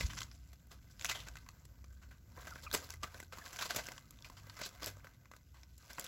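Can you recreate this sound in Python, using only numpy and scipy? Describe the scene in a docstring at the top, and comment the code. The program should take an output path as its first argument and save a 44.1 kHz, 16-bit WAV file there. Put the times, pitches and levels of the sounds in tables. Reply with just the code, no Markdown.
"""Sharp taps and papery scuffs: hens feed from newspaper spread on dry leaf litter, a metre or two away.
Each beak impact snaps the sheet and thuds on the ground; feet and tugging crinkle the paper fibres,
and the litter crackles faintly as the birds shift. One hen squeaks softly. Beneath it all, in a quiet
yard, lie a low rumble, a thin hiss and the firing notes of distant engines."""
import sys
import numpy as np
from scipy import signal
from scipy.fft import rfft, irfft, next_fast_len
from scipy.io import wavfile
from scipy.ndimage import uniform_filter1d

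SR = 44100
rng = np.random.default_rng(int(sys.argv[2]) if len(sys.argv) > 2 else 0)


def waveform_to_disk(signal):
    """Save audio, clipped to [-1, 1], as 16-bit WAV at the path in sys.argv[1]."""
    frames = np.transpose(np.atleast_2d(signal))
    scaled = np.clip(frames, -1, 1) * 32767
    samples = np.round(scaled).astype(np.int16)
    wavfile.write(sys.argv[1], SR, samples)


N = 267687
TIME = np.arange(N) / SR

# Beak taps and snapping creases. Each row: start in seconds, level in dB, thud and crack in dB
# relative to the middle register, 60 dB decay time in seconds, ring frequency in Hz.
BEAK_TAPS = [(.0086, -36, -0.5, -8, 0.022, 2020), (0.0313, -48, -9, -4, 0.039, 3620),
             (0.0992, -44.5, -29, -7, 0.16, 3070), (.1334, -50.5, -19, -5, 0.01, 1330),
             (.188, -44.5, -23, 1, 0.0064, 5670), (0.2056, -44, -13, 3, 0.016, 4900),
             (0.217, -42, -22, -6, 0.02, 3400), (0.231, -47.5, -33, 4, .011, 5100),
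             (0.3139, -56.5, -20, -3, 0.037, 5370), (.5312, -58, 8, -4.5, 0.037, 6000),
             (.6706, -67, 16, 10, 0.0069, 7800), (.715, -56.5, -5, -2, 0.034, 1220),
             (0.9952, -52, -18, 4, 0.008, 6200), (1.0114, -46.5, -22, 0, 0.011, 2100),
             (1.0233, -49.5, -10, 4, .006, 7100), (1.046, -34.5, -6, -3, 0.018, 6540),
             (1.055, -36.5, -23, 0, .016, 2600), (1.096, -37, -6, 4.5, .03, 3860),
             (1.202, -49.5, -15, 4, 0.039, 3500), (1.285, -50, -15, -5, 0.0095, 6540),
             (1.3556, -51, -14, -9, .011, 1750), (1.369, -50.5, -9, -3, 0.032, 2630),
             (1.463, -59, -10, -13, 0.039, 1060), (1.4885, -51, -15, -6.5, 0.011, 6900),
             (1.652, -57, 4, 0, 0.026, 7840), (1.8422, -58.5, 6, -3, 0.024, 1130),
             (2.1097, -55.5, 0, -7.5, 0.15, 1540), (2.3976, -58, -6, -24, 0.02, 1380),
             (2.4705, -44.5, 1, -5.5, 0.08, 1530), (2.5575, -47.5, -1.5, -23, 0.026, 1300),
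             (2.7139, -44, -14, -2, 0.0066, 3820), (2.728, -39, 16, 4, .06, 4900),
             (2.739, -30, 12.5, -2.5, .081, 7800), (2.7479, -31.5, 5, 1.5, 0.027, 955),
             (2.8407, -52, 11, 3, .061, 4110), (2.9041, -45, 3.5, -0.5, 0.012, 6200),
             (2.9383, -49, 5, -3, .02, 2060), (3.0319, -39, -14, -3, 0.04, 1150),
             (3.043, -43.5, 7, -19, 0.024, 1250), (3.1441, -48.5, 9, -17, 0.081, 1580),
             (3.2013, -45.5, 4, -9.5, 0.02, 7760), (3.2277, -50.5, 5, -11, 0.014, 1520),
             (3.324, -50, -1, -3, 0.021, 1470), (3.3845, -49.5, 5, -6.5, 0.027, 1090),
             (3.4604, -47, -24, -7.5, 0.044, 1590), (3.529, -46.5, 1, -5, 0.085, 6000),
             (3.561, -49.5, -10, -3, 0.015, 2100), (3.5881, -39, -10, -2, 0.098, 3190),
             (3.61, -39.5, -3, -5, 0.14, 1470), (3.6228, -37, -5, -1.5, 0.059, 1190),
             (3.707, -37.5, -3, -6, .008, 4270), (3.7469, -42.5, 9, -1, 0.036, 1250),
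             (3.7622, -36.5, 13, 1.5, .014, 7600), (3.868, -47.5, -14, 6, 0.014, 5400),
             (3.886, -43, 3.5, -4.5, 0.024, 1970), (3.9192, -49, -2, -8, 0.023, 7000),
             (3.979, -49.5, -15, -3, 0.021, 1130), (4.1076, -53, 13, 7, 0.011, 8260),
             (4.1884, -61.5, -18, -3, .009, 3590), (4.2234, -56.5, -12, 12, 0.0092, 5600),
             (4.2455, -49.5, -21, -5, 0.046, 2530), (4.299, -51.5, 7.5, -7, 0.027, 1010),
             (4.3685, -52.5, -10, -6.5, 0.17, 4740), (4.4971, -50.5, -19, -6, 0.039, 4300),
             (4.5672, -49.5, -7, -4, 0.097, 1010), (4.59, -46, 6, -3, 0.11, 1510),
             (4.6152, -41, 9, -5.5, 0.015, 570), (4.6603, -43.5, 5, 3, 0.058, 1020),
             (4.8225, -46.5, 1, -13, 0.017, 1180), (4.8313, -47, 2, 10, .009, 4960),
             (4.8432, -42, 1, 15, 0.019, 5000), (4.861, -41, 5, 19, .003, 7500),
             (4.9693, -58, 9, -7, 0.016, 570), (5.0444, -52, 4, -7, .054, 1491),
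             (5.0702, -53.5, 2, -13, 0.0074, 1620), (5.2559, -61.5, -21, -11, 0.02, 1580),
             (5.3145, -53.5, -2, -7.5, .025, 1184), (5.3366, -55, 3, -16, 0.0067, 1650),
             (5.3642, -58.5, 6, -3.5, 0.022, 3930), (5.6328, -58.5, -12, -5, .016, 5430),
             (5.7792, -58, 16, 26, .025, 7570), (5.932, -53.5, 5, 18, 0.0072, 5500),
             (5.9826, -43.5, -3, -14, .015, 1430), (5.996, -38, 18, 10, 0.0077, 7900),
             (6.0423, -46, 17.5, 12, 0.03, 1450)]
# Stirring of the flock. Each row: time in seconds, dull shuffle in dB, crisp crackle in dB.
FLOCK_STIR = [(0, -61, -57), (.23, -63, -57.5), (.26, -73, -68), (.62, -76.5, -79), (.97, -74, -73),
              (1.06, -58, -56), (1.5, -73.5, -78), (2.29, -77.5, -80.5), (2.35, -66.5, -71.5),
              (2.48, -59, -62.5), (2.7, -64, -67.5), (2.92, -59, -60), (2.99, -72.5, -78),
              (3.18, -60, -62.5), (3.29, -83, -79), (3.35, -59.5, -64), (3.7, -57.5, -52.5),
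              (3.92, -58.5, -59.5), (4.06, -75, -74), (4.4, -67, -71.5), (4.62, -60, -62),
              (4.89, -66.5, -73), (4.97, -67.5, -77), (5.2, -73.5, -85), (5.48, -82, -77.5),
              (5.74, -85, -74), (5.85, -64.5, -64.5), (6.07, -63, -57.5)]


def undb(db):
    """Amplitude ratio of a level in decibels."""
    return 10 ** (np.asarray(db) / 20)


def unit(x):
    """Normalisation to an rms of 1."""
    return x / np.sqrt(np.mean(x ** 2) + 1e-24)


def decay(t, t60):
    """Exponential damping: a fall of 60 dB every t60 seconds."""
    return np.exp(-np.log(1000) * t / t60)


def curves(table):
    """Linear interpolation of each column over the times in the first."""
    times, *columns = np.transpose(table)
    return [np.interp(TIME, times, column) for column in columns]


def add(track, start, sound):
    """Superposition of a sound on the track, from a start in seconds."""
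    i = int(round(start * SR))
    sound = sound[max(-i, 0):max(N - i, 0)]
    track[max(i, 0):max(i, 0) + len(sound)] += sound


def colour(x, points, peaks=()):
    """Minimum-phase filter: a spectrum of (Hz, dB) points plus (Hz, width in Hz, dB) resonances."""
    size = 2 * next_fast_len(len(x) // 2 + 1024)
    hz = np.maximum(np.arange(size // 2 + 1) * SR / size, 1)
    point_hz, point_db = np.transpose(points)
    db = np.interp(np.log(hz), np.log(point_hz), point_db)
    db += sum(gain / (1 + (2 * (hz - centre) / width) ** 2) for centre, width, gain in peaks)
    cepstrum = irfft(np.log(undb(db)))
    cepstrum[1:size // 2] *= 2  # folding onto positive time makes the filter causal
    cepstrum[size // 2 + 1:] = 0
    return irfft(rfft(x, size) * np.exp(rfft(cepstrum)))[:len(x)]


def wander(rate):
    """Random modulation: straight glides between `rate` random values a second, at an rms of 1."""
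    hold = int(SR / rate)
    steps = np.repeat(rng.standard_normal(N // hold + 1), hold)
    return unit(uniform_filter1d(steps, hold)[:N])


def outdoors(hiss_db=-77, flutter_db=2):
    """Ambient noise: filtered rumble and wavering hiss, with one soft bump on the microphone housing."""
    # Each row: time in seconds, rumble level in dB.
    rumble_levels = [(0, -43.5), (.3, -55.5), (.5, -59), (.8, -58.5), (1.2, -54.5), (1.6, -59),
                     (2.6, -56.5), (3.5, -61), (3.8, -56.5), (4.7, -58.5), (6.07, -63.5)]
    # Noise spectra. Each row: frequency in Hz, relative spectral density in dB.
    rumble_spectrum = [(20, -28.5), (33, -4), (44, -11.5), (56, 7.5), (72, -8.5), (95, -3), (135, -6),
                       (200, -15), (300, -18.5), (450, -38.5), (900, -56)]
    hiss_spectrum = [(200, -1.5), (500, 10.5), (900, -2), (1300, -0.5), (1800, -2.5), (2900, -15),
                     (4000, -5.5), (6500, 0), (7700, 1.5), (9000, -19), (12000, 5.5), (16000, -3.5)]
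    # Resonances in the hiss. Each row: centre in Hz, width in Hz, gain in dB.
    hiss_peaks = [(666, 64, 4), (1500, 110, 15.5), (2000, 170, 10.5)]
    # Each row: time of the bump in seconds, pitch in Hz, level in dB, half-width in seconds.
    housing_bumps = [(0.0517, 67.6, -28, 0.0097)]
    rumble_db, = curves(rumble_levels)
    rumble = unit(colour(rng.standard_normal(N), rumble_spectrum)) * undb(rumble_db - 2)
    hiss = unit(colour(rng.standard_normal(N), hiss_spectrum, hiss_peaks))
    hiss *= undb(hiss_db + flutter_db * wander(25))
    bump = sum(undb(db) * np.exp(-((TIME - peak) / width) ** 2) * np.sin(2 * np.pi * hz * (peak - TIME))
               for peak, hz, db, width in housing_bumps)
    return rumble + hiss + bump


def distant_engines(drone_hz=64.3, drift=0.01517, overtone_db=-13, waver_db=2.5):
    """Periodic firing: only the fundamental and a weak half-order overtone carry this far, wavering."""
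    # A vehicle pulling away. Each row: time in seconds, firing rate in Hz, level in dB.
    vehicle = [(0, 72.4, -74), (1.4, 73, -70.5), (2.85, 81.7, -56.5), (3.2, 83.4, -59.5), (3.7, 85.1, -77),
               (4.2, 95, -71), (4.42, 99.7, -57), (4.65, 100.5, -74), (4.95, 96.2, -57), (5.15, 88.8, -74),
               (6.07, 78.2, -69)]
    # A second engine at a nearly steady pitch. Each row: time in seconds, level in dB.
    drone_levels = [(0, -70), (.5, -57.5), (1.3, -66), (2, -60), (2.7, -61.5), (3.2, -78), (5.25, -84),
                    (5.55, -57.5), (6.07, -75)]
    drone = drone_hz * (1 + drift * wander(3.06)), *curves(drone_levels)
    out = 0
    for hz, db in (curves(vehicle), drone):
        phase = 2 * np.pi * np.cumsum(hz) / SR
        note = unit(np.sin(phase) + undb(overtone_db) * np.sin(1.5 * phase))
        out += note * undb(db + waver_db * wander(7.9))
    return out


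def yard_reverberation(x, t60=0.21, wet_db=-18, build_s=0.004):
    """Diffuse reflection: the surroundings add a faint, dull tail to the direct sound."""
    t = np.arange(16384) / SR
    tail = rng.standard_normal(len(t)) * decay(t, t60) * (1 - np.exp(-t / build_s))
    tail = colour(tail, [(200, 6.5), (1800, 0.5), (7000, -2), (15000, -2.5)])
    return x + undb(wet_db) * signal.fftconvolve(x, unit(tail) / np.sqrt(len(t)))[:N]


def hen_squeaks(jitter=0.035, shimmer_db=2.8):
    """Jitter and shimmer roughen a hen's short falling notes, each a fundamental and its octave."""
    # Each row: start and length in seconds, first and last pitch in Hz, level and relative octave in dB.
    notes = [(2.511, 0.028, 1470, 1170, -54, -32), (2.664, 0.017, 1337, 1120, -48.5, -3),
             (3.412, 0.015, 1790, 1740, -57, -19)]
    out = np.zeros(N)
    for start, length, start_hz, end_hz, db, octave_db in notes:
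        progress = np.linspace(0, 1, int(length * SR))
        glide_hz = start_hz + (end_hz - start_hz) * progress ** 2
        hz = glide_hz * (1 + jitter * wander(600)[:len(progress)])
        phase = 2 * np.pi * np.cumsum(hz) / SR
        note = np.sqrt(progress * (1 - progress)) * (np.sin(phase) + undb(octave_db) * np.sin(2 * phase))
        note *= undb(shimmer_db * wander(700)[:len(note)])
        add(out, start, undb(db) * unit(note))
    return out


def crinkle(samples, clicks_per_s, spread_db):
    """A Poisson process of fibres giving way: many tiny clicks, a few large ones."""
    occurs, strength, polarity = rng.random((samples, 3)).T
    size = np.minimum(-np.log(1 - strength), 4)
    return unit((occurs < clicks_per_s / SR) * undb(spread_db * size) * np.sign(polarity - 0.5))


def leaves(spectrum, ring_range_hz, count, clicks_per_s, spread_db, ring_db, flicker_db):
    """Impulse-driven resonators: each dry leaf crinkles in its own fits and rings at its own pitch."""
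    out = 0
    for hz in np.geomspace(*ring_range_hz, count):
        clicks = crinkle(N, clicks_per_s, spread_db)
        fits = undb(flicker_db * 2 * np.tanh(wander(50) / 2))
        out += colour(clicks * fits, spectrum, [(hz, hz / 5, ring_db)])
    return unit(out)


def disturbance(relative_db=-16.5, settle_s=0.029):
    """Relaxation: the litter's motion jumps at each listed tap, then settles exponentially."""
    power, t = np.zeros(N), np.arange(12288) / SR
    for start, db, *_ in BEAK_TAPS:
        add(power, start, (undb(db + relative_db) * np.exp(-t / settle_s)) ** 2)
    return np.sqrt(power)


def litter():
    """Incoherent sources add in power: shifting birds and taps both make the litter shuffle and crackle."""
    # Each row: frequency in Hz, relative spectral density in dB.
    shuffle_spectrum = [(100, -10), (250, -1), (600, -5), (1400, -3), (2200, -8.5), (3500, -11),
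                        (8000, -16.5)]
    crackle_spectrum = [(900, -32), (2000, 0.5), (3200, -1.5), (5500, -1), (7500, -1.5), (11000, 4),
                        (16000, -20.5)]
    shuffle_db, crackle_db = curves(FLOCK_STIR)
    pecked = disturbance()
    shuffle = leaves(shuffle_spectrum, (554, 2096), count=6, clicks_per_s=350,
                     spread_db=3.5, ring_db=13.5, flicker_db=7)
    crackle = leaves(crackle_spectrum, (2400, 7200), count=7, clicks_per_s=220,
                     spread_db=3.8, ring_db=14, flicker_db=4.5)
    return (shuffle * np.hypot(undb(shuffle_db + 1), pecked)
            + crackle * np.hypot(undb(crackle_db + 1), pecked))


def paper(force, thud_db, crack_db, ring_hz, ring_db, sub_db, sizzle_db):
    """Forced response of the sheet: the ground thuds, creases crack, and each spot has its own modes."""
    fold_hz = 900 * 2 ** rng.uniform(0, 3.69, size=10)
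    folds = [(hz, hz / 7, 4 * rng.uniform(-0.74, 1)) for hz in fold_hz]
    # Firm contacts and tight, high-ringing creases sizzle more in the top octave.
    top_db = crack_db + sizzle_db + 0.48 * thud_db + 2 * np.log2(ring_hz / 2800)
    spectrum = [(70, thud_db + sub_db), (200, thud_db), (520, thud_db), (1000, 0), (1900, 0),
                (3500, crack_db), (7000, crack_db - 4.5), (11000, top_db), (16000, top_db - 11)]
    return colour(force, spectrum, folds + [(ring_hz, ring_hz / 4, ring_db)])


def scuffs(rise_s=0.0099, gain_db=-1):
    """Friction: paper dragged or trodden on crinkles in a burst that swells and dies away."""
    # Each row: peak time in seconds, level in dB, thud and crack in dB relative to the middle register,
    # 60 dB decay time in seconds, ring frequency in Hz.
    drags = [(.01, -40.5, -11, 5.5, .1, 1960), (0.065, -46, -8, 3, 0.052, 6300),
             (.18, -42, -17, -7, 0.082, 5560), (.72, -52.5, 10, 1.5, 0.16, 1220),
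             (.915, -63, -2, 18, 0.1, 5750), (1.1, -32.5, -7.5, -2.5, 0.066, 2830),
             (1.118, -35.5, -9.5, 0.5, 0.071, 2120), (1.155, -43, 0, -4, 0.29, 2980),
             (1.275, -48.5, 4.5, -6.5, 0.09, 1460), (2.031, -57, -2, -7.5, 0.14, 1500),
             (2.379, -50, 7.5, -26, 0.11, 1050), (2.64, -51.5, 9, 10, 0.09, 1100),
             (2.745, -33.5, 4, -1, 0.055, 8000), (2.768, -42, -1, -4, 0.13, 640),
             (3.041, -40, 6, -3.5, 0.057, 1260), (3.334, -47, 2.5, -6, 0.14, 1360),
             (3.62, -37.5, -10, 0, 0.096, 1550), (3.662, -37.5, 3.5, 2, 0.052, 1050),
             (3.706, -37.5, -2, -8.5, 0.12, 4230), (3.768, -35, 7.5, -1, 0.13, 6300),
             (3.79, -39.5, -3, -6, 0.13, 620), (4.259, -53.5, 2, -3, 0.13, 5100),
             (4.619, -45, -12, -1, 0.092, 553), (4.64, -41, -27, 2, 0.1, 4470),
             (4.658, -44, 1, 6, 0.073, 4490), (4.829, -42, 1, -7.5, 0.22, 4900),
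             (4.875, -39.5, 8, 3, 0.12, 1600), (5.552, -62, -2, -6.5, 0.42, 1020),
             (5.908, -45, 4, -2, 0.046, 1620), (5.992, -45, 6.5, -25, .09, 7860),
             (6.049, -49.5, -2, -2, 0.25, 1470)]
    out, t = np.zeros(N), np.arange(-2048, 12288) / SR
    for peak, db, thud_db, crack_db, t60, ring_hz in drags:
        swell = np.where(t < 0, np.exp(-(t / rise_s) ** 2), decay(np.abs(t), t60))
        fibres = crinkle(len(t), clicks_per_s=6000, spread_db=3.5)
        grains = paper(fibres, thud_db, crack_db, ring_hz, ring_db=8, sub_db=-5, sizzle_db=-6)
        add(out, peak + t[0], undb(db + gain_db) * swell * unit(grains))
    return out


def nibbles(pecks_per_s=10, thud_db=-1.5, t60=0.023, chances=120):
    """A random point process of light pecks, as strong as the flock is busy, in rows like BEAK_TAPS."""
    shuffle_db, _ = curves(FLOCK_STIR)
    rows = []
    for when, occurs, force, edge, spot in rng.random((chances, 5)):
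        if occurs < pecks_per_s * TIME[-1] / chances:
            db = shuffle_db[int(when * N)] + 1 + force
            crack_db = -2.5 + 8 * (2 * edge - 1)
            ring_hz = 2960 * 2 ** (spot - 0.5)
            rows.append((when * TIME[-1], db, thud_db, crack_db, t60, ring_hz))
    return rows


def beak_taps(snap_t60=0.0032, snap_db=-2, contact_s=0.00026, gain_db=-0.7):
    """Impact excitation: each tap is a snap, cushioned by the litter, and a short flutter of the sheet."""
    out, t = np.zeros(N), np.arange(4096) / SR
    energy_scale = np.sqrt(0.01 * SR / len(t))  # a tap's level is its energy spread over 10 ms
    for start, db, thud_db, crack_db, t60, ring_hz in BEAK_TAPS + nibbles():
        fade = decay(t, t60) + undb(snap_db) * decay(t, snap_t60)
        cushion = 1 - np.exp(-t / contact_s)
        force = fade * cushion * rng.standard_normal(len(t))
        tap = paper(force, thud_db, crack_db, ring_hz, ring_db=9, sub_db=-12, sizzle_db=-2.5)
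        add(out, start, undb(db + gain_db) * unit(tap) * energy_scale)
    return out


def scene():
    """Superposition: the flock and its reflections in the yard, over the outdoor background."""
    # Damping by the litter. Each row: frequency in Hz, gain in dB.
    litter_damping = [(100, -0.5), (300, -5.5), (800, -4.5), (1500, -3.5), (3000, -3.5), (5000, -1),
                      (12000, 0)]
    # Hollow resonances of the paper on the ground. Each row: centre in Hz, width in Hz, gain in dB.
    hollows = [(497, 67, 3), (641, 146, 5.5), (788, 243, -3), (1090, 320, 4), (1540, 88, 7),
               (1880, 970, -1.5), (2029, 77, 7), (2580, 260, 2)]
    background = outdoors() + distant_engines()
    hen = hen_squeaks()
    feeding = colour(litter() + scuffs() + beak_taps(), litter_damping, hollows)
    return (yard_reverberation(feeding + hen) + background)[None]


def record(dry, cutoff_hz=15850):
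    """Frequency response of the microphone: a dip near 9 kHz and a steep cut at the top."""
    # Each row: frequency in Hz, gain in dB.
    response = [(20, -0.5), (7800, 1.5), (8400, -14), (9400, -10), (11500, -3), (16000, 1.5)]
    heard = np.array([colour(channel, response) for channel in dry])
    return signal.sosfilt(signal.ellip(10, 0.2, 70, cutoff_hz, fs=SR, output="sos"), heard)


dry = scene()
out = record(dry)
waveform_to_disk(out)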